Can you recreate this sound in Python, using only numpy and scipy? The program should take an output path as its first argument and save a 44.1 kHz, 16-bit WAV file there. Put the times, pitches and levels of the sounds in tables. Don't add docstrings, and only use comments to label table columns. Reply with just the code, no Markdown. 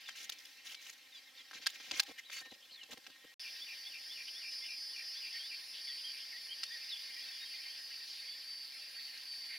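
import sys
import numpy as np
from scipy import signal
from scipy.fft import rfft, irfft, next_fast_len
from scipy.io import wavfile
from scipy.ndimage import uniform_filter1d

SR = 44100
rng = np.random.default_rng(int(sys.argv[2]) if len(sys.argv) > 2 else 0)


def generate_wav(sig):
    pcm = np.round(np.clip(np.atleast_2d(sig).T, -1, 1) * 32767).astype(np.int16)
    wavfile.write(sys.argv[1], SR, pcm)


def gain_from_db(level_db):
    decades = np.asarray(level_db, float) / 20
    return 10 ** decades


N = 422468

# start_s, end_s
CUT_S = (3.342, 3.3955)
# trill_start_s, whistle_lead_s, whistle_level_db, trill_length_s
SONG_PHRASES = [(3.421, 0.067, -49, 0.082), (3.662, 0.063, -50, .085), (3.909, 0.063, -51, 0.082),
                (4.147, .057, -50.5, 0.088), (4.404, .062, -53, .1), (4.66, .057, -56, 0.1),
                (4.935, .05, -59, 0.089), (5.21, 0.061, -54, 0.097), (5.485, 0.064, -51.5, 0.081)]


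def evened(x):
    return x / np.sqrt(np.mean(abs(x) ** 2) + 1e-20)


def read(points, hz):
    f, value = np.transpose(points)
    return np.interp(np.log(hz + 1), np.log(f + 1), value)


def column(rows, index):
    rows = np.array(rows)
    return np.interp(np.arange(N) / SR, rows[:, 0], rows[:, index])


def add(mix, start_s, sound, left_right_db):
    part = mix[:, round(start_s * SR):][:, :sound.shape[-1]]
    gain = gain_from_db(np.array([[.5], [-.5]]) * left_right_db)
    part += sound[..., :part.shape[1]] * gain


def resonate(x, hz, width_hz):
    turn = np.exp(2j * np.pi * hz * np.arange(x.shape[-1]) / SR)
    r = np.exp(-np.pi * width_hz / SR)
    smooth = signal.lfilter([(1 - r) ** 2], [1, -2 * r, r * r], x / turn)
    return 2 * (turn * smooth).real


def highpass(x, order, hz):
    return signal.sosfilt(signal.butter(order, hz, "high", fs=SR, output="sos"), x)


def hiss(colour, patchy_db, flicker_db, likeness, size=512, count=N):
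    # frequency_hz, coherence (0 to 1)
    coherence = [(100, 0.064), (600, 0.15), (900, 1), (2000, 0.42), (4500, 0.63), (7000, 0.051),
                 (10500, 0.057), (11400, 1)]
    frames, hz = 4 * count // size + 8, np.fft.rfftfreq(size, 1 / SR)
    a, b, c, d, patch = rng.standard_normal((frames, len(hz), 5), dtype=np.float32).T
    patch = uniform_filter1d(patch, size=6, axis=0)
    patch = evened(uniform_filter1d(patch, size=14, axis=1))
    flicker = evened(uniform_filter1d(rng.standard_normal(frames), size=3))
    like = np.clip(likeness * read(coherence, hz), 0, 1)[:, None]
    left = a + 1j * b
    right = like * left + np.sqrt(1 - like ** 2) * (c + 1j * d)
    z = np.array([left, right])
    z *= gain_from_db(read(colour, hz)[:, None] + patchy_db * patch + flicker_db * flicker)
    return evened(signal.istft(z, nperseg=size, noverlap=size * 3 // 4)[1][:, :count])


def background():
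    # time_s, level_db
    din_level = [
        [(0.0, -57.5), (1.14, -62.5), (1.45, -62.5), (1.75, -54), (2.13, -61.5), (2.55, -63.5), (3.34, -63)],
        [(3.4, -52.5), (3.95, -55), (4.91, -57), (5.39, -53), (5.6, -55.5), (6.5, -55), (7.32, -52.5),
         (7.89, -54), (8.62, -56.5), (9.08, -54), (9.58, -55)],
    ]
    # frequency_hz, density_db
    din_colour = [(150, -55), (400, -32), (1300, -26), (1800, -5), (4000, -6.5), (5500, -9), (7500, -26.5),
                  (16000, -22)]
    # frequency_hz, density_db
    air_colour = [(60, -14.5), (150, -13.5), (300, -6.5), (1200, -10.5), (4000, -9), (12000, -8),
                  (14000, -3), (16000, -21.5)]
    # level_db, level_db
    air_db = (-66, -64.5)
    first = np.arange(N) < CUT_S[1] * SR
    din = gain_from_db(column(din_level[0] + din_level[1], index=1) - 1.0) * hiss(din_colour, 2.44, 1.0, 1)
    air = hiss(air_colour, 0.65, 0.27, 0.99, size=1024)
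    top = signal.sosfiltfilt(signal.butter(4, 11000, "high", fs=SR, output="sos"), air)
    return din + gain_from_db(np.where(first, *air_db)) * (air - 0.5 * first * top)


def squawks():
    # start_s, length_s, throat_hz, width_hz, level_db
    squawk_rows = [(2.622, 0.025, 3240, 650, -63), (4.27, 0.028, 2900, 860, -51),
                   (4.635, 0.04, 2900, 1300, -52), (4.98, 0.056, 1850, 450, -59),
                   (5.335, 0.057, 2070, 450, -55.5), (5.725, 0.092, 3360, 1500, -54.5),
                   (5.86, 0.08, 3300, 700, -57), (6.185, 0.06, 3200, 800, -58),
                   (5.965, .05, 3200, 800, -58), (2.7, .07, 4300, 700, -59), (6.083, 0.04, 3150, 400, -56),
                   (6.123, 0.081, 2340, 900, -59), (6.928, 0.094, 3380, 340, -54),
                   (8.213, 0.059, 2200, 800, -62.5), (8.05, 0.14, 4550, 1400, -53),
                   (4.5, 0.056, 5100, 1400, -57), (9.12, 0.04, 2000, 890, -60),
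                   (9.485, 0.1, 2130, 580, -53.5), (2.31, 0.11, 4500, 400, -56),
                   (8.74, .04, 2100, 700, -62), (0.69, .04, 2900, 500, -58), (2.175, 0.034, 1950, 630, -53)]
    out = np.zeros((2, N))
    for start_s, length_s, throat_hz, width_hz, level_db in squawk_rows:
        t = np.arange(round(length_s * SR)) / SR
        pulses = .5 + np.exp(-(t * 110 % 1) / 0.36)
        rasp = resonate(pulses * rng.standard_normal(len(t)), throat_hz, width_hz)
        rasp = evened(highpass(rasp, 6, 1600))
        add(out, start_s, gain_from_db(level_db) * rasp * signal.windows.tukey(len(t), .4), rng.normal(0, 1))
    return out


def tone(hz, level_db, rough):
    flutter = 1 + rough * evened(uniform_filter1d(rng.standard_normal(len(hz)), size=90))
    phase = 2 * np.pi * np.cumsum(hz) / SR
    note = gain_from_db(level_db) * flutter * np.sin(phase) * signal.windows.tukey(len(hz), .3)
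    bushes = rng.standard_normal((2, 3000)) * gain_from_db(-60 * np.arange(3000) / SR / .11)
    bushes[:, :60] = 0
    echo = signal.fftconvolve(note[None], bushes / np.linalg.norm(bushes[0]), axes=1)
    return np.pad(note, (0, 2999)) + gain_from_db(-11.0) * echo


def whistle_notes():
    # start_s, length_s, pitch_hz, level_db
    peeps = [(0.756, 0.064, 2293, -59.5), (0.762, 0.051, 4020, -64), (1.119, .038, 2080, -69),
             (1.263, 0.032, 2100, -67), (2.0, 0.06, 810, -67.5), (2.332, 0.022, 2940, -54.5),
             (2.4, 0.1, 1830, -62.5), (2.43, 0.088, 3878, -60), (2.53, .025, 4990, -63),
             (2.73, .02, 4240, -63), (2.765, 0.042, 1844, -69), (3.11, 0.07, 1856, -69),
             (3.205, .035, 1870, -70), (3.254, .085, 1880, -68.5), (3.21, .12, 3130, -75),
             (5.395, 0.028, 3220, -52.5), (6.66, .03, 3700, -58), (6.84, .02, 3700, -56),
             (7.401, 0.052, 3740, -55), (7.215, .04, 3400, -59), (7.235, .022, 4230, -54),
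             (7.28, .02, 2630, -56), (7.31, .06, 3430, -59), (7.268, .04, 3720, -60),
             (7.16, .02, 2360, -58), (7.533, .03, 2420, -58), (7.535, .022, 2080, -57),
             (4.7, .03, 3950, -59.5), (4.62, .03, 2100, -56), (5.33, .05, 1850, -58),
             (5.88, .025, 3420, -54), (2.38, .025, 3700, -59), (2.57, .045, 1850, -70),
             (2.628, .03, 3450, -64), (1.365, .022, 4500, -64), (1.398, .016, 3980, -65),
             (1.41, .025, 4760, -66), (1.38, .04, 2060, -65), (7.45, 0.029, 3210, -59),
             (7.64, .03, 3130, -60), (7.685, .025, 3170, -59), (7.72, .02, 3170, -61),
             (8.02, 0.038, 4280, -62), (8.184, .036, 3700, -59), (8.297, 0.056, 3450, -60.5)]
    # start_s, length_s, start_hz, end_hz, level_db
    glides = [(0.055, .062, 3780, 2990, -54.5), (1.118, .072, 3820, 3180, -58),
              (1.37, .052, 3850, 3120, -59), (1.142, .058, 4900, 4700, -63), (1.152, .04, 4100, 3800, -62),
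              (6.532, .015, 3280, 2950, -52), (2.226, .021, 2940, 3310, -62.5),
              (2.252, .05, 4050, 3650, -60), (2.499, 0.044, 4090, 3750, -57.5),
              (2.693, .025, 2820, 3290, -61), (2.705, 0.13, 4710, 2640, -60),
              (2.797, .05, 3160, 2630, -56.5), (6.489, 0.05, 2980, 3250, -46),
              (6.806, 0.0276, 2254, 2760, -57), (6.896, 0.031, 4120, 3560, -46.5),
              (6.918, .04, 3580, 3270, -46)]
    # start_s, length_s, ends_hz, middle_hz, level_db
    arches = [
        (6.032, .056, 2900, 3260, -48),
        (6.69, .09, 1590, 1930, -53.5),
        (7.169, .045, 1810, 1962, -55),
        (6.69, .085, 3780, 3480, -57),
    ]
    # start_s, length_s, lowest_hz, level_db
    hooks = [
        (5.862, .075, 1900, -56.5),
        (6.308, .085, 1920, -54.5),
    ]
    song_whistle = (.05, 3140, 3460, 3530)
    sag = 0.0584
    hook_from, hook_to = 1.3, 1.17
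    notes = [(s - lead_s, *song_whistle, db) for s, lead_s, db, _ in SONG_PHRASES]
    notes += [(s, length, hz, hz, hz, db) for s, length, hz, db in peeps]
    for s, length, a_hz, b_hz, db in glides:
        notes.append((s, length, a_hz, (a_hz + b_hz) / 2 + sag * (b_hz - a_hz), b_hz, db))
    notes += [(s, length, ends_hz, hz, ends_hz, db) for s, length, ends_hz, hz, db in arches]
    notes += [(s, length, hook_from * hz, hz, hook_to * hz, db) for s, length, hz, db in hooks]
    return notes


def whistles():
    out = np.zeros((2, N))
    for start_s, length_s, start_hz, middle_hz, end_hz, level_db in whistle_notes():
        u = np.linspace(-1, 1, round(length_s * SR))
        bend_hz = (start_hz + end_hz) / 2 - middle_hz
        hz = middle_hz + (end_hz - start_hz) / 2 * u + bend_hz * u ** 2
        rough = .3 if start_s < CUT_S[0] else .16
        add(out, start_s, tone(hz, level_db, rough), rng.normal(0, 1))
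    return out


def trills():
    # top_hz, centre_hz, swing_hz, wobbles_per_s
    trill_pitch = (2950, 2560, 235, 64.3)
    top_hz, centre_hz, swing_hz, wobbles = trill_pitch
    level_db, lead_db, pulse_db = -51.5, -5, 2.2
    out = np.zeros((2, N))
    for start_s, _, _, length_s in SONG_PHRASES:
        t = np.arange(round(length_s * SR)) / SR
        drop = 1 / (1 + np.exp((t - .024) / 0.0036))
        wobble = swing_hz * np.cos(2 * np.pi * wobbles * (t - .037))
        db = level_db + lead_db * drop - pulse_db * (1 - drop) * wobble / swing_hz
        hz = drop * (top_hz - 9000 * (t - .012)) + (1 - drop) * (centre_hz + wobble)
        add(out, start_s, tone(hz, db, 0.2), 1.5)
    return out


def birds():
    return highpass(squawks() + whistles() + trills(), 2, 600)


def cicada():
    # time_s, rate_hz
    click_rate = [(3.39, 132.7), (5.5, 137.7), (6.95, 140.1), (7.05, 139.0), (8.0, 139.35), (8.1, 137.9),
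                  (8.4, 138.5), (9.58, 138.7)]
    # time_s, level_db
    drone_level = [(3.4, -48.5), (3.6, -51.5), (4.1, -50), (4.6, -48.5), (5.0, -47.5), (5.68, -48.5),
                   (6.15, -45.5), (6.25, -49.5), (6.87, -48), (7.38, -47.5), (8.0, -48.5), (8.2, -49.5),
                   (8.96, -50), (9.58, -49)]
    # time_s, lean_to_odd_overtones_db
    odd_lean = [(3.39, -3), (3.95, -2), (4.05, 5), (4.6, 8), (5.4, 8), (6.15, 8), (6.22, -2), (6.6, -3.5),
                (6.95, -3), (7.05, -1.5), (8.0, -2), (8.15, 9), (9.58, 9)]
    # frequency_hz, width_hz, level_db
    tymbal_modes = [(4590, 440, 2), (5130, 520, -.5), (5750, 800, -13), (9760, 1080, -19)]
    tilt_db = (.6, -1.3)
    start = round(CUT_S[1] * SR)
    rate, level_db, odd_db = (column(rows, index=1)[start:] for rows in (click_rate, drone_level, odd_lean))
    wander_hz = .05 * evened(uniform_filter1d(rng.standard_normal(len(rate)), size=3000))
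    turns = np.cumsum(rate + wander_hz) / SR
    click_db = 1.6 * evened(np.diff(rng.standard_normal(1000)))
    strength = gain_from_db(np.interp(turns, np.arange(len(click_db)), click_db))
    spin = np.exp(2j * np.pi * turns)

    at, knots = np.arange(len(spin)), np.arange(0, len(spin) + 1300, 1300)
    real, imag = uniform_filter1d(rng.standard_normal((2, 2, 90, len(knots))), size=2, axis=3)
    shared, apart = real + 1j * imag
    lean, stack, overtone = gain_from_db(odd_db / 2), np.zeros((2, len(spin))), spin ** 28
    tilt = np.linspace(*tilt_db, len(spin))
    for k in range(29, 79):
        overtone = overtone * spin
        if 46 < k < 66:
            continue
        low = k < 50
        wave = overtone * (lean if k % 2 == low else 1 / lean)
        if low:
            wave = wave * gain_from_db(tilt * (np.clip(k, 32, 39) - 35))
        stack += (wave * np.interp(at, knots, 1 + (.6 if low else 1.8) * shared[k])).real
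        stack[1] += (wave * np.interp(at, knots, (.5 if low else 1.5) * apart[k])).real

    gate = 2.8 + np.exp(1.8 * spin.real)
    puffs = evened(gate * (rng.standard_normal(len(spin)) + 1.1 * rng.standard_normal(stack.shape)))
    rough = np.clip(.3 - .022 * abs(odd_db), .05, 1)
    clear = np.sqrt(1 - rough) * evened(strength * stack)
    noisy = 1.2 * np.sqrt(rough) * puffs
    body = np.zeros(stack.shape)
    for index, (hz, width_hz, db) in enumerate(tymbal_modes):
        high = hz > 8000
        gain = (-1) ** index * gain_from_db(db + high * np.array([[0], [3.0]]))
        body += gain * resonate(clear + (1 + 2.2 * high) * noisy, hz, width_hz)
    return np.pad(gain_from_db(level_db - 2.5) * evened(body), ((0, 0), (start, 0)))


def strokes(rows, count):
    gain = np.zeros((2, count))
    for start_s, length_s, level_db in rows:
        add(gain, start_s, gain_from_db(level_db) * signal.windows.tukey(round(length_s * SR), .45), 0)
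    return gain


def rustle():
    # frequency_hz, density_db
    scrape_colour = [(1100, -20), (2100, 1.5), (4500, -2.5), (6900, -2), (8100, -10), (9500, -5),
                     (11500, -12), (14800, -12)]
    # frequency_hz, density_db
    thump_colour = [(60, -46), (105, -34), (155, -10), (280, 4.5), (550, -1), (1200, -11), (2500, -39)]
    # start_s, length_s, level_db, brightness_db
    scrape_rows = [(0, 0.033, -63, 0), (0.053, 0.083, -55.5, -14), (0.14, 0.13, -51, -2),
                   (0.316, 0.024, -55, 2), (0.368, 0.21, -73, 10.5), (0.635, 0.12, -50.5, -2.5),
                   (0.791, 0.14, -57, 0), (0.92, 0.02, -61.5, 6.5), (1.127, 0.087, -61, -8),
                   (1.351, 0.073, -56, -27), (1.526, 0.069, -49, -11), (1.61, 0.037, -51.5, -14),
                   (1.687, 0.022, -58, 0), (1.731, 0.039, -52, -6), (1.78, 0.16, -54.5, -8),
                   (1.918, 0.046, -45, -16), (1.951, 0.064, -43.5, -4), (2.047, 0.086, -54.5, -5.5),
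                   (2.172, 0.032, -52, -2), (2.298, 0.13, -48.5, -1.5), (2.445, 0.028, -56.5, -23),
                   (2.511, .045, -57, -21), (2.901, 0.045, -52, -1), (3.054, 0.022, -57, -18)]
    # start_s, length_s, level_db
    thump_rows = [(.15, 0.27, -78.5), (1.512, .015, -70), (1.535, .03, -68), (1.58, .03, -70),
                  (1.62, .03, -71), (1.655, .022, -68), (1.72, 0.075, -75), (1.798, 0.016, -66),
                  (1.83, .02, -74), (1.87, 0.035, -70.5), (1.905, 0.045, -60), (1.953, .04, -66),
                  (2.075, 0.049, -56.5), (2.29, 0.021, -68), (2.41, 0.018, -64), (2.445, 0.039, -65.5),
                  (2.515, 0.0144, -58.5), (2.555, 0.0155, -70), (2.71, 0.029, -75), (2.83, 0.017, -72),
                  (2.885, 0.029, -66), (2.916, 0.029, -56.5), (2.97, 0.022, -64.5), (3.06, 0.055, -69.5),
                  (3.238, 0.014, -62)]
    count = round(CUT_S[1] * SR)
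    scrape = hiss(scrape_colour, 2.5, 2.2, .85, size=128, count=count)
    dull = signal.sosfiltfilt(signal.butter(2, 6000, fs=SR, output="sos"), scrape)
    body = strokes([row[:3] for row in scrape_rows], count)
    edge = strokes([(s, length, db + bright_db) for s, length, db, bright_db in scrape_rows], count)
    thumps = strokes(thump_rows, count) * hiss(thump_colour, 2.0, 2.5, 2.5, size=256, count=count)
    return np.pad(body * dull + edge * (scrape - dull) + thumps, ((0, 0), (0, N - count)))


def snaps():
    # start_s, peak_db, ring_hz, left_right_db
    twigs = [(0.3212, -33, 2940, -9), (0.6748, -44, 2980, -3), (0.7453, -31, 3100, 3),
             (0.8656, -35.5, 2920, 3), (1.678, -34, 3500, 0), (1.9462, -33, 3730, 0),
             (2.4496, -43, 3100, 0), (1.8008, -39, 1920, -2), (1.9114, -20, 3070, 3),
             (2.2984, -34.5, 2050, 3), (2.8322, -36, 3840, 3), (2.9292, -34, 3850, 3), (3.16, -48, 1860, 3),
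             (6.6326, -20.5, 4870, 3)]
    # start_s, peak_db, ring_hz, left_right_db
    cracks = [(0.0814, -36.5, 3450, 3), (0.2417, -37, 6560, 3), (0.2534, -48, 4220, -1),
              (0.2938, -23.5, 3680, 3), (0.3857, -40, 5360, -2), (0.4519, -38, 5030, 3),
              (0.8962, -36, 6800, 3), (2.9738, -41.5, 2180, 3), (1.6995, -34, 3720, -1),
              (2.021, -40, 4400, -2), (2.0305, -31, 3700, 1), (0.155, -43, 4700, 0), (0.4, -44, 5300, 0),
              (0.57, -50, 7300, 0), (0.8145, -44, 6500, 0), (0.885, -46, 6400, 0), (0.93, -45, 6800, 0),
              (0.9792, -50, 5900, 0), (1.689, -40, 4400, 0)]
    # start_s, peak_db, ring_hz, left_right_db
    taps = [(0.0887, -30.5, 1980, 3), (1.511, -37, 1690, 3), (1.532, -38.5, 1600, -1),
            (1.6601, -24, 3820, 3), (1.6664, -13.5, 4940, -1), (1.8646, -41, 3220, 0),
            (1.9963, -9.5, 4270, -1.5), (2.006, -39, 3650, -.5), (2.4205, -43, 1830, .5),
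            (2.5117, -45, 3940, 3), (2.918, -36, 3920, -5), (3.0396, -46, 3980, 3),
            (3.0655, -35.5, 2680, 1), (3.1008, -44, 2860, 2), (3.2431, -47, 1890, -1)]
    # frequency_hz, width_hz, level_db
    fizz_bands = [(7000, 700, 1), (9500, 1300, 3), (13500, 2800, -1)]
    kinds = ((twigs, (-45, -35)), (cracks, (-35, -13)), (taps, (-11.5, -19)))
    overtone, overtone_db = 1.71, -12
    out, t = np.zeros((2, N)), np.arange(900) / SR
    rows = [(*row, *levels) for kind, levels in kinds for row in kind]
    chance = rng.standard_normal((len(rows), 2, 2, len(t)))
    onset = 1 - np.exp(-t * SR / 4)
    for (start_s, peak_db, hz, pan_db, low_db, top_db), (grit, fizz) in zip(rows, chance):
        ring = np.sin(2 * np.pi * hz * t) + gain_from_db(overtone_db) * np.sin(2 * np.pi * overtone * hz * t)
        ring = ring * gain_from_db(-60 * t / .0036)
        splinters = 0.28 * evened(resonate(grit, 3760, 3900)) * gain_from_db(-60 * t / 0.024)
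        knock = gain_from_db(low_db - 4.5) * np.sin(2 * np.pi * min(hz, 1650) * t) * gain_from_db(-60 * t / 0.019)
        bands = sum(gain_from_db(db) * resonate(fizz, f_hz, width_hz) for f_hz, width_hz, db in fizz_bands)
        top = gain_from_db(top_db + 5.0) * evened(bands) * gain_from_db(-60 * t / .009)
        snap = gain_from_db(peak_db) * onset * (ring + splinters + knock + top)
        add(out, start_s + .0006, snap, np.clip(pan_db, -3, 3))
    return highpass(out, 2, 700)


def scene():
    return background() + birds() + cicada() + rustle() + snaps()


def roll_off(x):
    return signal.sosfilt(signal.butter(12, 16520, fs=SR, output="sos"), x)


def record(dry):
    lead_samples, early_db, low_hz, high_hz = 166.4, 2.5, 205, 7400
    size = 2 * next_fast_len(N // 2 + 256)
    hz, tracks = np.fft.rfftfreq(size, 1 / SR), rfft(dry, size)
    band = 1 / (1 + (low_hz / (hz + 1)) ** 4) / (1 + (hz / high_hz) ** 14)
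    early = gain_from_db(early_db) * band * tracks.mean(0)
    late = tracks * np.exp(-2j * np.pi * hz * lead_samples / SR)
    top = np.where(hz < 15850, 1, gain_from_db(-22.0))
    t = np.arange(N) / SR
    audible = (t < CUT_S[0]) | (t > CUT_S[1])
    mixed = irfft((early + late) * top)[:, :N] * gain_from_db(-1.5) * audible
    return roll_off(mixed)


dry = scene()
out = record(dry)
generate_wav(out)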